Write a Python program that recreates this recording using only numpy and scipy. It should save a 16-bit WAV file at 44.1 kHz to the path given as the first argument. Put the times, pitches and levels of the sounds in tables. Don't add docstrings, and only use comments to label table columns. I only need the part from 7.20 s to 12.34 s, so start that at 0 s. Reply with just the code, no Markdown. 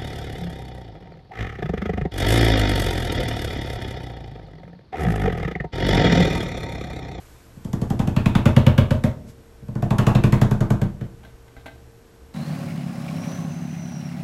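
import sys
import numpy as np
from scipy import signal
from scipy.fft import rfft, irfft, next_fast_len
from scipy.io import wavfile

SR = 44100
rng = np.random.default_rng(int(sys.argv[2]) if len(sys.argv) > 2 else 0)


def unload_wav(signal):
    wavfile.write(
        sys.argv[1],
        SR,
        np.round(np.clip(np.atleast_2d(signal).T, -1, 1) * 32767).astype(np.int16),
    )


N = 226669
TIME_S = np.arange(N) / SR

# frequency in Hz, relative level in dB.
RUMBLE_SPECTRUM = [(20, -3), (35, 6), (52, -6), (68, 13.5), (88, -11), (120, 0), (150, -7.5), (377, -8),
                   (574, -14.5), (1030, -19.5), (3160, -30.5), (11800, -41), (16000, -65)]
HISS_SPECTRUM = [(1500, 3.5), (3000, -2), (5500, -4), (8000, -2.5), (10000, -9), (12300, 0), (12900, -14),
                 (13500, -18), (15000, -63)]
# frequency in Hz, rms level in dB.
HUM_LINES = [(59.2, -61), (118.4, -56), (1523, -73.5), (5566, -79.5)]
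# time in seconds, rms level in dB.
HISS_LEVEL = [(0, -54), (.3, -58.5), (.6, -59.5), (2.2, -62.5), (5.1, -62)]
WHINE_HZ, WHINE_LEVEL = 459.5, [(0, -65), (2.2, -57), (4.2, -57.5)]

# pad landing in seconds, force in dB.
KICKS = [(0.372, -38.5), (0.4523, -25.5), (0.5357, -20), (0.6203, -19), (0.7068, -16.5), (0.7979, -15.5),
         (0.8782, -16.5), (0.9688, -14), (1.0629, -12), (1.1568, -11.5), (1.2609, -8.5), (1.3687, -8),
         (1.47, -8), (1.5839, -8), (1.7121, -11), (1.8428, -12), (2.4266, -37), (2.488, -27),
         (2.558, -21.5), (2.6285, -16.5), (2.7104, -14), (2.789, -12.5), (2.8717, -11), (2.9555, -10.5),
         (3.0423, -10), (3.1286, -11), (3.2192, -10), (3.316, -13), (3.4109, -13.5), (3.5085, -12),
         (3.6202, -14), (3.815, -25)]
USUAL_FORCE_DB = -12
SPOT_SHIFTS_S = [1.2, 2.2]
# frequency in Hz, relative level in dB.
TICK_SPECTRUM = [(3000, 2), (4500, 1.5), (6000, 3), (7800, 3), (9400, -6), (11500, 2), (13000, -8.5),
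                 (15500, -26)]
SCRATCH_SPECTRUM = [(900, 4.5), (1500, 6), (1900, 2.5), (2300, 1.5), (2850, -0.5), (3600, -1), (4600, -11),
                    (7000, -25)]
KNOCK_SPECTRUM = [(200, -17.5), (320, 8.5), (500, 0), (720, 1.5), (1050, -4), (1500, -10.5), (2000, -14.5),
                  (3500, -63)]
# time in seconds, extra tick in dB.
CLAW_CATCH = [(.53, 9.5), (.65, 3.5), (.8, 3.5), (1.1, 0.5), (1.6, -5), (1.84, 1), (2.68, -0.5),
              (2.82, 6.5), (2.96, -3), (3.12, 1.5), (3.7, -1.5)]
# time in seconds, extra scratch in dB.
CLAW_REACH = [(.45, -1), (.65, -4.5), (.88, 1.5), (0.969, 5), (1.16, 6), (1.26, 0), (1.84, -0.5),
              (2.63, -2.5), (2.8, 3.5), (2.962, 0), (3.55, -3), (3.818, 8.5)]
# time in seconds, frequency in Hz.
SCRATCH_PITCH = [(.5, 3380), (1.0, 2440), (1.302, 2800), (1.71, 2810), (1.84, 2010), (2.8, 2840),
                 (3.05, 2620), (3.22, 1470), (3.62, 1490)]
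# time in seconds, extra knock in dB.
TOE_STIFFNESS = [(0.448, 3), (0.798, 2), (1.15, -3.5), (1.84, -6), (2.478, 1), (2.6, 4), (2.87, 3),
                 (3.0, -4), (3.449, -1), (3.62, -6.5), (3.822, 1.5)]
# frequency in Hz, T60 in seconds, relative level in dB at spots 0, 1 and 2.
PANEL_MODES = [(36, 0.11, -6, -19, -30), (59.6, 0.48, -17, -21.5, -14.5), (83.5, 0.15, -5.5, -4, -12),
               (114.7, 0.26, -3.5, -4, -3), (127.4, 0.14, 7.5, 7, -16), (129.8, 0.12, 10.5, 11, 2),
               (168.3, 0.27, -9, -12.5, -7), (197.36, 0.11, -38, -26, 11), (201, 0.105, 1.6, -41, 12),
               (229.4, 0.202, 5, 7.5, 1.4), (230.2, 0.1447, 8.5, 11.5, 4), (278.2, 0.18, -12, -24, -13.5),
               (334.4, 0.43, -22.5, -37, -22.5), (429.4, 0.2, -20, -20, -46),
               (448, 0.045, -11.5, -13, -6.5), (545.7, 0.18, -25, -13, -26), (590, 0.056, -21, -13, -13)]
# delay in seconds, linear gain.
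REFLECTIONS = [(.00565, 0.14), (0.0173, 0.15), (0.023, 0.38), (.0331, .42), (0.049, 0.076)]
# frequency in Hz, T60 in seconds.
ROOM_T60 = [(60, 1), (160, 0.69), (420, 0.79), (1100, 0.28), (2900, 0.2), (7700, 0.099), (14000, 0.024)]

# start in seconds, relative click in dB, length in seconds, relative ring in dB.
TAPS = [(4.033, -51, 0.0093, -59.5), (4.049, -50.5, 0.0052, -53), (4.281, -55.5, 0.0027, -60),
        (4.366, -50.5, 0.049, -50.5), (4.459, -37.5, 0.011, -45), (4.482, -63, 0.0041, -46)]
# frequency in Hz, relative level in dB.
TAP_SPECTRUM = [(200, -35), (700, 12.5), (1200, -0.5), (2200, -1), (3900, 0.5), (5000, -15), (12000, -20),
                (15500, -24)]
# frequency in Hz, relative level in dB, T60 in seconds.
TAP_MODES = [(279, -3, .11), (443, -28, .08), (664, -4, 0.077), (793, -8.5, 0.11), (1425, -14, 0.094),
             (1564, -2, 0.11), (2030, -9, 0.09), (2150, -8, 0.067)]
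# time in seconds, force in dB.
FOOTFALLS = [(4.087, -45), (4.142, -34), (4.335, -45), (4.375, -34.5)]


def from_db(db):
    return 10 ** (np.asarray(db) / 20)


def unit_rms(x):
    return x / np.sqrt(np.mean(x ** 2) + 1e-20)


def at_time(table, time_s):
    return np.interp(time_s, *np.transpose(table))


def at_hz(table, hz):
    table = np.array(table)
    return np.interp(np.log(np.maximum(hz, 1)), np.log(table[:, 0]), table[:, 1])


def decay(time_s, t60_s):
    return np.exp(-np.log(1000) * time_s / t60_s)


def add(out, start_s, sound):
    start = round(start_s * SR)
    out[start:start + len(sound)] += sound[:N - start]


def colour(x, spectrum):
    size = 2 * next_fast_len(len(x))
    gains = from_db(at_hz(spectrum, np.fft.rfftfreq(size, 1 / SR)))
    cepstrum = irfft(np.log(gains))
    cepstrum[1:size // 2] *= 2
    cepstrum[size // 2 + 1:] = 0
    return irfft(rfft(x, size) * np.exp(rfft(cepstrum)))[:len(x)]


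def noise(spectrum):
    return unit_rms(colour(rng.standard_normal(N), spectrum))


def mode(force, hz, t60_s):
    radius, angle = decay(1 / SR, t60_s), 2 * np.pi * hz / SR
    return signal.lfilter([0, np.sin(angle)], [1, -2 * radius * np.cos(angle), radius ** 2], force + 1e-18)


def pushes(times_s, gains, contact_s):
    impulses = np.zeros(N)
    impulses[np.round(np.asarray(times_s) * SR).astype(int)] = gains
    bell = signal.windows.hann(int(contact_s * SR) + 3)
    return signal.fftconvolve(impulses, bell / bell.sum(), "same")


def kicks():
    times_s, force_db = np.transpose(KICKS)
    return times_s, force_db, np.searchsorted(SPOT_SHIFTS_S, times_s)


def background(rumble_db, waver_db):
    rumble = from_db(rumble_db) * noise(RUMBLE_SPECTRUM)
    hiss = from_db(at_time(HISS_LEVEL, TIME_S)) * noise(HISS_SPECTRUM)
    knots_s, hum = np.linspace(0, TIME_S[-1], 30), 0
    for hz, db in [*HUM_LINES, (WHINE_HZ, at_time(WHINE_LEVEL, TIME_S))]:
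        drift_db = waver_db * np.interp(TIME_S, knots_s, rng.standard_normal(len(knots_s)))
        tone = np.sin(2 * np.pi * (hz * TIME_S + rng.random()))
        hum = hum + np.sqrt(2) * from_db(db + drift_db) * tone
    return rumble + hiss + hum


def scrape(spectrum, length_s, rise_s, wash_db, t60_s, grain_db=8.0):
    time_s = TIME_S[:12288]
    grains = unit_rms(from_db(grain_db * rng.standard_normal(len(time_s))))
    slips = grains * np.exp(-(time_s / length_s) ** 2)
    wash = from_db(wash_db) * decay(time_s, t60_s)
    attack = 1 - np.exp(-time_s / rise_s)
    burst = colour(rng.standard_normal(len(time_s)) * (slips + wash) * attack, spectrum)
    return burst / np.std(burst[:SR // 50])


def voiced(spectrum, peak_hz, peak_db, width_oct, uneven_db=2.0):
    hz = np.geomspace(100, 17000, 70)
    boost_db = peak_db / (1 + (np.log2(hz / peak_hz) / width_oct) ** 2)
    chance_db = uneven_db * rng.standard_normal(len(hz))
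    return np.column_stack([hz, at_hz(spectrum, hz) + boost_db + chance_db])


def claws_and_toes(claw_lead_s, toe_lead_s, hard_hz, gentle_hz, scatter_oct):
    out = np.zeros(N)
    for kick_s, force_db in KICKS:
        sag_oct = 0.6 * max(-15.5 - force_db, 0)
        knock_hz = max(hard_hz / 2 ** sag_oct, gentle_hz) * 2 ** (scatter_oct * rng.standard_normal())
        tick = scrape(TICK_SPECTRUM, length_s=0.005, rise_s=0.00042, wash_db=-10, t60_s=0.27)
        claw_spectrum = voiced(SCRATCH_SPECTRUM, at_time(SCRATCH_PITCH, kick_s), 7.5, width_oct=0.11)
        scratch = scrape(claw_spectrum, length_s=0.0058, rise_s=0.0028, wash_db=-11.5, t60_s=0.27)
        toe_spectrum = voiced(KNOCK_SPECTRUM, knock_hz, peak_db=6, width_oct=0.23)
        knock = scrape(toe_spectrum, length_s=0.0087, rise_s=0.00045, wash_db=6.5, t60_s=0.29)
        effort_db = force_db - USUAL_FORCE_DB
        tick_db = -42 + 1.44 * effort_db + at_time(CLAW_CATCH, kick_s)
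        scratch_db = -32.5 + 1.81 * effort_db + at_time(CLAW_REACH, kick_s)
        knock_db = -26.5 + 1.38 * effort_db + at_time(TOE_STIFFNESS, kick_s)
        add(out, kick_s - claw_lead_s, from_db(tick_db) * tick + from_db(scratch_db) * scratch)
        add(out, kick_s - toe_lead_s, from_db(knock_db) * knock)
    return out


def room_reverb(send, build_s):
    time_s, tail = TIME_S[:SR // 2], 0
    attack = 1 - np.exp(-time_s / build_s)
    edges_hz = np.geomspace(25, 17000, 20)
    for low_hz, high_hz in zip(edges_hz, edges_hz[1:]):
        bandpass = signal.butter(2, [low_hz, high_hz], "band", fs=SR, output="sos")
        band = signal.sosfilt(bandpass, rng.standard_normal(SR))[-len(time_s):]
        band *= attack * decay(time_s, at_hz(ROOM_T60, np.sqrt(low_hz * high_hz)))
        tail = tail + band * np.sqrt(2 * (high_hz - low_hz) / SR / np.sum(band ** 2))
    return signal.fftconvolve(send, tail)[:N]


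def panel_boom(contact_s, gain_db, uneven_db):
    times_s, force_db, spots = kicks()
    chance_db = uneven_db * rng.standard_normal((len(times_s), len(PANEL_MODES)))
    boom = np.zeros(N)
    for k, (hz, t60_s, *spot_db) in enumerate(PANEL_MODES):
        gains = from_db(force_db + np.array(spot_db)[spots] + gain_db + chance_db[:, k])
        polarity = -(-1) ** k
        boom += polarity * mode(pushes(times_s, gains, contact_s), hz, t60_s)
    echoes = (gain * np.interp(TIME_S - delay_s, TIME_S, boom, left=0) for delay_s, gain in REFLECTIONS)
    return boom + sum(echoes)


def wall_sway(hz, t60_s, lag_s, gain_db):
    times_s, force_db, _ = kicks()
    return mode(pushes(times_s + lag_s, from_db(force_db + gain_db), contact_s=0.012), hz, t60_s)


def rising_rings(start_hz, end_hz, glide_s, rise_s, t60_s, lead_s=0.00282, scatter_oct=0.018):
    out, time_s = np.zeros(N), TIME_S[:SR // 4]
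    glide_hz = end_hz + (start_hz - end_hz) * np.exp(-time_s / glide_s)
    envelope = (1 - np.exp(-time_s / rise_s)) * decay(time_s, t60_s)
    for kick_s, force_db, spot in zip(*kicks()):
        if spot == 1:
            hz = glide_hz * 2 ** (scatter_oct * rng.standard_normal())
            tone = np.sin(2 * np.pi * np.cumsum(hz) / SR)
            ring_db = -14 + 0.3 * (force_db - USUAL_FORCE_DB)
            add(out, kick_s - lead_s, from_db(ring_db) * envelope * tone)
    return out


def fur_brush(peak_s, width_s, level_db):
    swell = np.exp(-((TIME_S - peak_s) / width_s) ** 2)
    return from_db(level_db) * swell * noise(TICK_SPECTRUM)


def paw_taps(click_gain_db, ring_gain_db):
    clicks = np.zeros(N)
    for start_s, click_db, length_s, _ in TAPS:
        click = scrape(TAP_SPECTRUM, length_s, rise_s=0.00048, wash_db=-8.5, t60_s=0.29)
        add(clicks, start_s, from_db(click_db + click_gain_db) * click)
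    times_s, _, _, ring_db = np.transpose(TAPS)
    force = pushes(times_s, from_db(ring_db + ring_gain_db), contact_s=0.0002)
    return clicks + sum(from_db(db) * mode(force, hz, t60_s) for hz, db, t60_s in TAP_MODES)


def footfalls(floor_hz, t60_s):
    times_s, force_db = np.transpose(FOOTFALLS)
    return mode(pushes(times_s, from_db(force_db), contact_s=0.012), floor_hz, t60_s)


def scene():
    low = panel_boom(contact_s=0.00061, gain_db=0.77, uneven_db=0.45)
    low += wall_sway(hz=33.2, t60_s=0.18, lag_s=0.02082, gain_db=-9)
    low += footfalls(floor_hz=56, t60_s=0.27)
    high = claws_and_toes(claw_lead_s=0.0056, toe_lead_s=0.003237,
                          hard_hz=1084, gentle_hz=500, scatter_oct=0.098)
    high += paw_taps(click_gain_db=-4, ring_gain_db=9.5)
    high += rising_rings(start_hz=471.5, end_hz=642, glide_s=0.0191, rise_s=0.015, t60_s=0.14)
    high += fur_brush(peak_s=2.095, width_s=0.024, level_db=-55.5)
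    room = room_reverb(from_db(-12) * low + from_db(-8) * high, build_s=0.0048)
    return (low + high + room + background(rumble_db=-48, waver_db=0.5))[None]


def record(dry):
    sound = signal.lfilter(*signal.butter(1, 15, "high", fs=SR), dry)
    lowpass = signal.ellip(10, 0.2, 80, 15800, fs=SR, output="sos")
    return signal.sosfilt(lowpass, np.clip(sound, -1, 1))


dry = scene()
out = record(dry)
unload_wav(out)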